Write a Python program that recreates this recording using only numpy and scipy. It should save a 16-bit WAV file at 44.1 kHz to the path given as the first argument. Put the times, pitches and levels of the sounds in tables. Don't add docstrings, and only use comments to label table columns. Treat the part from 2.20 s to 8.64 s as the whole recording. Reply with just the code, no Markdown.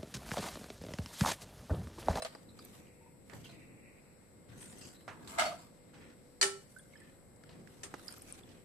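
import sys
import numpy as np
from scipy import signal
from scipy.fft import rfft, irfft, next_fast_len
from scipy.io import wavfile
from scipy.ndimage import uniform_filter1d

SR = 44100
rng = np.random.default_rng(int(sys.argv[2]) if len(sys.argv) > 2 else 0)


def materialize(psi):
    bounded = np.clip(np.atleast_2d(psi).T, -1, 1)
    quanta = np.round(bounded * 32767).astype(np.int16)
    wavfile.write(sys.argv[1], SR, quanta)


def ratio_of_db(decibels):
    return 10 ** (np.asarray(decibels, float) / 20)


N = 284116
TIME = np.arange(N) / SR
STEP = 147


def read(table, hz):
    table_hz, value = np.transpose(table)
    return np.interp(np.log(np.maximum(hz, 1)), np.log(table_hz), value)


def colour(x, table):
    size = x.shape[-1]
    hz = np.arange(size // 2 + 1) * SR / size
    return irfft(rfft(x) * ratio_of_db(read(table, hz)), size)


def unit(x):
    return x / np.sqrt(np.mean(x ** 2))


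def band(x, lo_hz, hi_hz, order=2):
    return signal.sosfilt(signal.butter(order, [lo_hz, hi_hz], "band", fs=SR, output="sos"), x)


# hz, likeness
ALIKE = [(30, 0), (130, 0.73), (500, 0.33), (1400, 0.14), (4000, 0)]


def pair(size):
    mid, side = rfft(rng.standard_normal((2, size)))
    like = np.clip(read(ALIKE, np.arange(len(mid)) * SR / size), 0, 1)
    sign = np.array([[1], [-1]])
    return irfft(np.sqrt(1 + like) * mid + np.sqrt(1 - like) * side * sign, size)


def long_pair():
    return pair(next_fast_len(N))[:, :N]


def walk(rate_hz):
    hold = int(SR / rate_hz)
    steps = np.repeat(rng.standard_normal(N // hold + 1), hold)
    return 0.91 * uniform_filter1d(uniform_filter1d(steps, hold), hold)[:N]


def fade(t, t60_s):
    return np.exp(-np.log(1000) * t / np.maximum(t60_s, .002))


def add(out, start_s, peak_db, sound, pan_db=0):
    i = max(int(start_s * SR), 0)
    gain = ratio_of_db(peak_db + np.array([[pan_db], [-pan_db]]) / 2)
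    part = sound[:, :N - i] * gain / np.abs(sound).max()
    out[:, i:i + part.shape[1]] += part


# hz, pan_db
PORTS = [(390, -2.5), (650, -2.5), (2000, -1.5), (4000, -2), (9000, 9)]


def vessel(modes, blows, crack, crack_t60_s, longest_t60_s, lean_db, damp=1):
    waver, rock_hz, build_cycles = .15, 18, 3.0
    out, t = np.zeros((2, N)), np.arange(16384) / SR
    hz, db, t60_s = (column[:, None] for column in np.transpose(modes))
    for start_s, peak_db, contact_s, bright_db, crack_db in blows:
        chance = rng.standard_normal((3, len(modes), 1))
        mode_db = db + bright_db * np.log2(hz / 1500) + lean_db * chance[0]
        ring = ratio_of_db(mode_db) * fade(t, np.minimum(t60_s, longest_t60_s) / damp)
        rock = np.sin(2 * np.pi * (rock_hz * (1 + 0.24 * chance[1]) * t + chance[0]))
        ring = ring * (1 + waver * rock) * (1 - np.exp(-t * hz / build_cycles))
        lag = np.minimum(hz / 1200, 1) * 1.5 * np.sign(chance[1])
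        rings = []
        for side in (.5, -.5):
            tones = np.sin(2 * np.pi * hz * t + 3 * chance[2] + side * lag)
            rings.append((ring * ratio_of_db(side * read(PORTS, hz)) * tones).sum(axis=0))
        rings = np.array(rings)
        noise = unit(colour(pair(len(t)), crack)) * fade(t, crack_t60_s / damp)
        rise = np.sin(np.pi / 2 * np.minimum(t / max(contact_s, .0005), 1)) ** 2
        hit = rise * (rings / np.abs(rings).max() + ratio_of_db(crack_db - 6) * noise)
        add(out, start_s - .001, peak_db, hit)
    return out


def mute(x, stop_s):
    return x * ratio_of_db(-350 * np.maximum(TIME - stop_s, 0))


# hz, db, t60_s
LADLE_MODES = [(1336, -9, .1), (1882, -11, .05), (2373, -9, .035), (3050, -15, .035), (4135, -8, .08),
               (4412, 1, .1), (4755, -1, .1), (5310, -14, .06), (6292, -5, .06), (6470, -7, .07),
               (6770, -11, .07), (7570, -4, .04), (8230, -8, .03), (9500, -12, .025)]
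# hz, db, t60_s
PAN_MODES = [(393, -14.5, .5), (824, -27, .3), (1336, -23.5, .5), (1811, -4, .08), (1891, -8, .06),
             (2300, -7, .06), (2967, -8.5, .08), (2998, -10, .07), (3811, -14, .1), (4755, -18, .12),
             (5711, -12.5, .1), (6390, -11, .1), (7450, -15, .09), (7995, -11, .08)]
# hz, db_per_hz
PAN_CRACK = [(88, -84), (150, -32), (388, -12.5), (668, -15), (812, -16.5), (1830, -10.5), (2700, -14.5),
             (4840, -13), (9180, -9.5), (11500, -26), (15500, -40)]
# start_s, peak_db, contact_s, bright_db_per_oct, crack_db
LADLE_BLOWS = [
    (4.2128, -12, .002, 0, -5),
]
PAN_BLOWS = [
    (4.2255, -12, .004, 0, -6),
]
PAN_TAPS = [
    (5.633, -28, 0.0033, 0.88, -0.5),
]


def ladle_on_pan():
    ladle = vessel(LADLE_MODES, LADLE_BLOWS, PAN_CRACK, crack_t60_s=.1, longest_t60_s=.12, lean_db=.5)
    pan = vessel(PAN_MODES, PAN_BLOWS, PAN_CRACK, crack_t60_s=0.22, longest_t60_s=.5, lean_db=.5)
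    taps = vessel(PAN_MODES, PAN_TAPS, PAN_CRACK, crack_t60_s=0.25, longest_t60_s=0.45, lean_db=4.0, damp=1.97)
    return ladle + mute(pan, 4.375) + taps


def ticks(rows, width, snap_lo_hz, snap_hi_hz, snap_t60_s, snap_db, longer_db=0, higher_db=0):
    out, t = np.zeros((2, N)), np.arange(16384) / SR
    for start_s, peak_db, hz, t60_s, pan_db in rows:
        shared, own = rng.standard_normal(len(t)), rng.standard_normal((2, len(t)))
        noise = shared + 0.7 * own
        ring = unit(band(noise, hz / (1 + width), hz * (1 + width))) * fade(t, t60_s)
        snap = unit(band(noise, snap_lo_hz, snap_hi_hz)) * fade(t, snap_t60_s)
        hard_db = snap_db + longer_db * min(np.log2(t60_s / 0.06), 0) + higher_db * np.log2(hz / 1000)
        hit = (ring + ratio_of_db(hard_db) * snap) * np.minimum(t / 0.00066, 1)
        add(out, start_s - .0005, peak_db, hit, pan_db)
    return out


# hz, db, t60_s
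POT_MODES = [(645, -8, 0.24), (672, -6, 0.26), (694, -10, 0.22), (889, -12, .15), (1235, -9, 0.16),
             (1299, -12, 0.16), (1337, -9, 0.18), (1458, -7, 0.11), (1630, -8, 0.093), (2100, 0, 0.055),
             (2160, -31, 0.45), (3015, -15, .07), (7800, -10.5, 0.044), (9000, -13.5, 0.033)]
# hz, db_per_hz
COUNTER_CRACK = [(88, -70), (150, -74), (225, -18.5), (471, -30), (656, -5), (1090, -15), (1270, -10),
                 (1730, -15.5), (2100, -13.5), (7410, -23), (15500, -37)]
# start_s, peak_db, contact_s, bright_db_per_oct, crack_db
POT_BLOWS = [
    (3.125, -40, 0.013, 3, -23),
    (3.174, -28, 0.011, -4, -8),
    (3.184, -19.5, .004, 1, -5.5),
    (3.195, -16.5, 0.0028, 3, -3),
    (3.208, -27.5, 0.006, -0.5, -9),
    (3.216, -26.5, 0.0036, 0, -7),
    (3.228, -29, 0.0033, -3, 0),
    (3.253, -29, 0.0028, 1.5, -4.5),
    (3.264, -29, 0.003, -5, -3),
]
# start_s, peak_db, pitch_hz, t60_s, pan_db
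RATTLES = [
    (3.177, -39, 660, .1, -2),
    (3.212, -27.5, 660, .09, 1),
    (3.238, -31, 680, .07, 0),
    (3.261, -27.5, 660, .09, -3.5),
    (3.205, -30, 1300, .1, -2),
    (3.305, -37.5, 670, 0.095, -2),
    (3.325, -38, 654, 0.097, -1),
    (3.315, -41.5, 1240, .1, -2),
]


def pot_pulled_up():
    pot = vessel(POT_MODES, POT_BLOWS, COUNTER_CRACK, crack_t60_s=0.23, longest_t60_s=0.56, lean_db=1.0)
    return mute(pot, 3.34) + ticks(RATTLES, .06, 500, 5000, 0.023, snap_db=-12)


# hz, db, t60_s
BOTTLE_MODES = [(507, -8, 0.071), (645, 3.5, 0.053), (1120, -9, 0.036), (1764, -16, 0.064),
                (2660, -14, 0.06), (4070, -6.5, 0.058), (5030, -9, 0.053)]
# start_s, peak_db, contact_s, bright_db_per_oct, crack_db
BOTTLE_BLOWS = [
    (0, -36, 0.0029, -6, -14),
    (0.020, -27.5, 0.0056, 0, -5.5),
    (0.049, -29, 0.00083, -21, 2),
    (0.062, -35, 0.0022, -2, 5),
]


def bottle():
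    return vessel(BOTTLE_MODES, BOTTLE_BLOWS, COUNTER_CRACK, crack_t60_s=0.11, longest_t60_s=0.062,
                  lean_db=-0.5, damp=1.32)


# start_s, peak_db, pitch_hz, t60_s, pan_db
LOW_TICKS = [(0.15, -45.5, 1700, 0.0083, 3), (0.392, -43, 1270, 0.035, -1), (1.098, -44, 1870, 0.024, -11),
             (3.075, -42.5, 3800, 0.12, -14), (5.237, -48.5, 1500, 0.033, 4), (5.633, -36, 2100, .05, -2),
             (5.474, -44.5, 1790, 0.0077, -13), (5.741, -29, 1380, 0.0049, 2),
             (5.795, -46.5, 1350, 0.026, -7), (5.888, -42.5, 1500, 0.02, -1),
             (5.94, -42.5, 1270, 0.033, -2), (6.9, -41.5, 3060, 0.036, -5), (0.67, -55, 2600, .02, -2),
             (5.976, -51, 1350, .015, 0), (1.135, -42, 1900, 0.034, -4)]
HIGH_TICKS = [(0.0225, -31.5, 8600, 0.11, 1), (0.048, -37, 4440, 0.05, -1), (0.1503, -46, 4820, 0.033, 5),
              (0.39, -43.5, 4710, 0.12, -1), (0.4496, -39.5, 12600, 0.029, -2), (.4505, -46, 8500, .03, -2),
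              (2.584, -45.5, 8600, 0.15, 11), (2.613, -49, 4830, 0.21, -12), (3.075, -49, 7800, 0.22, 11),
              (4.586, -45.5, 9000, 0.13, 2), (4.802, -51.5, 8460, 0.035, -5),
              (5.1617, -56.5, 8300, 0.034, 14), (5.855, -50, 13000, .01, 1), (5.8625, -47, 8750, 0.015, -4),
              (5.8821, -33.5, 4850, 0.016, -14.5), (5.9245, -38.5, 8500, 0.013, 7),
              (5.94, -51, 9500, .012, 0), (5.982, -45, 11800, 0.012, 5), (6.012, -50, 5500, .015, -4),
              (6.0207, -35.5, 9400, 0.016, 0), (6.125, -31, 8860, 0.0081, 3)]


def cap_and_glass():
    low = ticks(LOW_TICKS, 0.14, 290, 6400, 0.02, snap_db=9.0, longer_db=10.0)
    return low + ticks(HIGH_TICKS, 0.071, 4500, 9700, 0.0093, snap_db=5.5, longer_db=7.5)


# start_s, peak_db, pitch_hz, t60_s, pan_db
THUDS = [
    (0.15, -37.5, 453, 0.041, 1),
    (1.1, -50.5, 1040, 0.41, -11),
    (1.131, -41, 384, 0.2, 4.5),
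    (1.29, -53.5, 630, 0.2, -4),
    (2.879, -32, 860, 0.21, -4),
    (3.735, -55.5, 980, 0.87, -11),
    (5.292, -53, 990, 0.28, 4),
    (5.74, -29, 564, 0.031, -3.5),
]
BUMPS = [
    (1.14, -45, 118, 0.48, -3),
    (2.29, -48, 110, 0.52, 3),
    (2.87, -49.5, 119, 0.93, 4),
]


def counter():
    thuds = ticks(THUDS, 1.14, 930, 5900, 0.18, snap_db=-17.0, longer_db=8, higher_db=0.5)
    return thuds + ticks(BUMPS, 0.28, 300, 1500, .1, snap_db=-19)


def tones(rows, rise_oct_per_s):
    out, t = np.zeros((2, N)), np.arange(12000) / SR
    for start_s, peak_db, pitch_hz, t60_s, pan_db in rows:
        hz = pitch_hz * 2 ** np.clip(rise_oct_per_s * t, 0, 1)
        tone = np.sin(2 * np.pi * np.cumsum(hz) / SR + np.array([[0], [.6]]))
        gain = ratio_of_db(4.9 * walk(43)[:len(t)]) * fade(t, t60_s) * np.minimum(t / 0.002, 1)
        add(out, start_s, peak_db, tone * gain, pan_db)
    return out


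# start_s, peak_db, pitch_hz, t60_s, pan_db
DROPS = [
    (4.563, -46.5, 1486, 0.084, -8),
    (4.592, -50.5, 1590, 0.023, -5),
    (4.594, -58.5, 3330, 0.036, -2),
    (4.655, -65, 1500, 0.027, -6),
    (4.762, -68, 3080, 0.035, -18),
    (4.772, -63, 5240, 0.022, -13),
    (6.234, -55.5, 3440, 0.012, -11),
]
RINGS = [(0.809, -65, 910, 0.5, 8), (.86, -63.5, 976, 0.33, -4), (1.29, -58, 680, .3, 0),
         (3.75, -62, 810, 0.3, 4), (3.195, -42, 4350, .06, 0), (3.256, -43, 4460, 0.2, 2),
         (3.285, -48, 4460, .12, 2), (3.27, -54, 3850, .15, 0), (4.736, -54, 2180, 0.04, -8),
         (4.755, -50, 1735, .035, -6), (4.815, -57, 1770, 0.09, -8), (4.87, -62, 1764, 0.22, 4)]


def drips_and_rings():
    return tones(DROPS, rise_oct_per_s=5.1) + tones(RINGS, rise_oct_per_s=0)


# start_s, peak_db, pitch_hz, t60_s, pan_db
SCUFFS = [
    (1.24, -55, 3300, 0.31, -17),
    (2.288, -62.5, 3560, 0.32, 11),
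    (3.74, -58.5, 3780, 0.87, 2),
    (5.292, -52, 3670, 0.31, 0),
    (6.29, -64.5, 3920, 0.35, -17),
]
CRINKLES = [(.288, -56, 3950, .15, -7), (1.243, -50, 3150, .12, -4), (1.255, -52, 2800, .1, -4),
            (1.291, -50, 4080, .12, 1), (2.376, -54, 9470, .25, 4), (2.38, -58, 6500, .4, 4),
            (2.405, -46.5, 8480, .3, 6), (2.415, -52, 9900, .25, 5), (2.43, -50, 8400, .25, 5),
            (2.455, -51, 8800, .3, 5), (2.48, -54, 7200, .3, 4), (2.5, -51, 9000, .15, 5),
            (2.53, -55, 8000, .3, 4), (2.611, -50, 7800, .4, 3), (2.615, -54, 2700, .2, 0),
            (2.62, -51, 5700, .25, 3), (2.63, -52, 6600, .2, 3), (2.64, -51, 4800, .3, 0),
            (2.665, -51, 7500, .25, 3), (2.668, -54, 9300, .15, 3), (2.745, -59, 4000, .4, 0),
            (5.888, -53, 4750, .08, -8), (5.634, -40, 8800, .09, 2), (5.634, -44, 7300, .09, 2)]


def brushes():
    scuffs = ticks(SCUFFS, .45, 3000, 11000, .02, snap_db=-18) * ratio_of_db(4.5 * walk(120))
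    return scuffs + ticks(CRINKLES, .045, 3000, 11000, .01, snap_db=-18) * ratio_of_db(3.0 * walk(400))


# time_s, pressure_db
SLIDE = [(.5, -90), (.6, -70), (.78, -71), (1.0, -84), (1.2, -75), (1.3, -67), (1.44, -63.5), (1.55, -69.5),
         (1.62, -71), (1.67, -65), (1.85, -73), (2.15, -84)]


def slide():
    time_s, db = np.transpose(SLIDE)
    noise = band(long_pair(), 1855, 2690, order=5)
    return unit(noise) * ratio_of_db(np.interp(TIME, time_s, db, left=-120, right=-120) + 2.8 * walk(39.94))


def swell(start_s, hold_s, rise_db_per_s, fall_db_per_s):
    t = TIME[::STEP]
    rise, fall = rise_db_per_s * (t - start_s), fall_db_per_s * (start_s + hold_s - t)
    return np.minimum(np.minimum(rise, fall), 0)


# start_s, hold_s, level_db, centre_hz, off_db_per_oct
CLOTH = [(0, 0.17, -67.5, 3020, -1.5), (0.392, 0.16, -64, 9050, 1), (1.13, 0.02, -60.5, 8900, 3.5),
         (1.25, 0.05, -61.5, 3570, 4.5), (2.32, 0.26, -66.5, 1770, 9.5), (2.406, 0.073, -58.5, 8600, 4),
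         (2.62, 0.034, -58, 6400, 2), (2.915, 0.1, -59, 1030, 11.5), (3.088, 0.23, -57, 7400, 3.5),
         (3.172, 0.096, -48, 980, 19), (3.779, 0.06, -60, 1980, 7.5), (4.4, 0.25, -69.5, 10000, 6),
         (4.762, 0.15, -65.5, 2060, 8), (5.268, 0.096, -67, 1800, 5), (5.513, 0.31, -68, 12000, 1.5),
         (5.67, 0.044, -64, 1150, 6), (5.891, 0.045, -65.5, 2060, 2.5), (5.871, 0.22, -60, 9600, 5.5),
         (6.11, 0.21, -66, 2280, 4)]


def cloth():
    shapes = np.array([ratio_of_db(db + swell(s, hold, 242, 102)) for s, hold, db, _, _ in CLOTH])
    centre_hz, off_db = np.transpose(CLOTH)[3:]
    grains = long_pair() * ratio_of_db(3.5 * walk(250) + 3.0 * walk(50))
    out = np.zeros((2, N))
    for hz in 750 * 2 ** np.arange(0, 4.2, 1 / 3):
        level = ratio_of_db(-93.5) + ratio_of_db(-abs(off_db * np.log2(hz / centre_hz))) @ shapes
        patch_db = -3.5 - 3.5 * max(np.log2(hz / 9500), 0) + 2.0 * walk(25)
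        rustle = unit(band(grains, hz / 1.097, hz * 1.1035))
        out = out + rustle * np.interp(TIME, TIME[::STEP], level) * ratio_of_db(patch_db)
    return out


# start_s, hold_s, level_db
THUMPS = [
    (0.22, 0.45, -57),
    (1.14, 0.25, -55.5),
    (1.5, 0.2, -60),
    (2.362, 0.28, -52.5),
    (3.016, 0.29, -51.5),
    (3.806, 0.085, -54.5),
    (4.777, 0.12, -58.5),
    (5.353, 0.091, -55.5),
    (5.653, 0.69, -56.5),
]


def body():
    level = ratio_of_db(-72) + sum(ratio_of_db(db + swell(s, hold, 72, 98)) for s, hold, db in THUMPS)
    noise = unit(band(long_pair(), 72.5, 336))
    return noise * np.interp(TIME, TIME[::STEP], level) * ratio_of_db(-4.5 + 1.2 * walk(11))


# multiple, level_db
MOTOR = [(8, -94.5), (9, -84.5), (10, -72), (11, -74.5), (12, -79.5), (42, -88.5), (43, -84), (47, -104)]


def motor():
    turn = 2 * np.pi * np.cumsum(49.2 * (1 + 0.001465 * walk(3.01))) / SR
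    sides = []
    for _ in range(2):
        sides.append(sum(ratio_of_db(db + 1.5 + 3.5 * walk(5)) * np.sin(k * turn + k * k) for k, db in MOTOR))
    return np.array(sides)


# first_multiple, last_multiple, step, level_db
WHINE = [(123, 126, 1, -101), (127, 134, 1, -90), (128, 132, 4, -86), (137, 143, 1, -93),
         (145, 147, 1, -96), (149, 150, 1, -100), (156, 160, 2, -99), (186, 194, 2, -101),
         (201, 207, 6, -95)]


def screen():
    refresh_hz = 60
    cycle = np.arange(SR // refresh_hz) * refresh_hz / SR
    whine = sum(ratio_of_db(db + 11.0) * np.sin(2 * np.pi * (k * cycle + k * k / 3.75))
                for first, last, step, db in WHINE for k in range(first, last + 1, step))
    return np.resize(whine, N) * ratio_of_db(0.5 * walk(13.0)) * ratio_of_db(np.array([[0], [-28]]))


# hz, db_per_hz
AIR = [(12, -30), (20, -1), (44, -6.5), (161, 0), (503, -8.5), (1130, -20.5), (2060, -21.5), (3260, -31),
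       (4050, -26.5), (5770, -28.5), (6430, -35), (7770, -25.5), (10500, -30.5), (12500, -28), (13100, -37)]


def air():
    size = next_fast_len(N)
    tone, out = rfft(colour(pair(size), AIR)), 0
    octave = np.log2(np.maximum(np.arange(tone.shape[1]) * SR / size, 20) / 20)
    for k in range(11):
        part = irfft(tone * np.maximum(1 - abs(octave - k), 0), size)[:, :N]
        out = out + part * ratio_of_db(1.8 * walk(5))
    return unit(out) * ratio_of_db(-61)


def room(x, wet_db):
    low_t60_s, top_t60_s = 0.45, 0.41
    t = np.arange(SR // 2) / SR
    noise = pair(len(t))
    low = signal.sosfilt(signal.butter(1, 2500, fs=SR, output="sos"), noise)
    tail = low * fade(t, low_t60_s) + (noise - low) * fade(t, top_t60_s)
    tail = tail * np.minimum(t / 0.023, 1)
    tail = tail / np.sqrt((tail ** 2).sum() / 2)
    tail = signal.sosfilt(signal.butter(1, 800, "high", fs=SR, output="sos"), tail)
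    return x + ratio_of_db(wet_db) * signal.fftconvolve(tail, x.mean(axis=0)[None])[:, :N]


def scene():
    struck = ladle_on_pan() + pot_pulled_up() + bottle()
    small = cap_and_glass() + counter() + drips_and_rings() + brushes()
    hits = room(struck, wet_db=-13) + room(small, wet_db=-12)
    return hits + slide() + cloth() + body() + motor() + screen() + air()


# hz, margin_db
MASK = [(2000, -30), (3400, -7), (4600, -5.5), (6400, -2), (7500, -11), (9000, -8), (10500, -3),
        (12000, -5), (13500, -1), (15500, 1)]


def blank(x, size=2048, count=10):
    scatter, heard_db, top_hz = 2.5, -112, 15550
    window = np.sin(np.pi * (np.arange(size) + .5) / size)
    hz, _, z = signal.stft(x, SR, window, size, size // 2)
    power = uniform_filter1d((abs(z) ** 2).mean(axis=0), count, axis=0)[count // 2::count]
    db = 10 * np.log10(power + 1e-20)
    scatter_db = scatter * unit(uniform_filter1d(rng.standard_normal(db.shape), size=2, axis=1))
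    margin_db = db - uniform_filter1d(db, count, axis=0) + scatter_db
    attack = np.diff(db.mean(axis=0), prepend=0) > 5
    unmasked = margin_db > read(MASK, hz[count // 2::count])[:, None]
    keep = (unmasked | attack) & (db > heard_db)
    keep = keep[np.minimum(np.arange(len(hz)) // count, len(keep) - 1)] & (hz < top_hz)[:, None]
    return signal.istft(z * keep, SR, window, size, size // 2)[1][:, :N]


def roll_off(x):
    return signal.sosfilt(signal.butter(12, 16180, fs=SR, output="sos"), x)


def record(dry):
    heard = signal.sosfilt(signal.butter(3, 14200, fs=SR, output="sos"), dry)
    mix = blank(heard)
    return roll_off(mix)


dry = scene()
out = record(dry)
materialize(out)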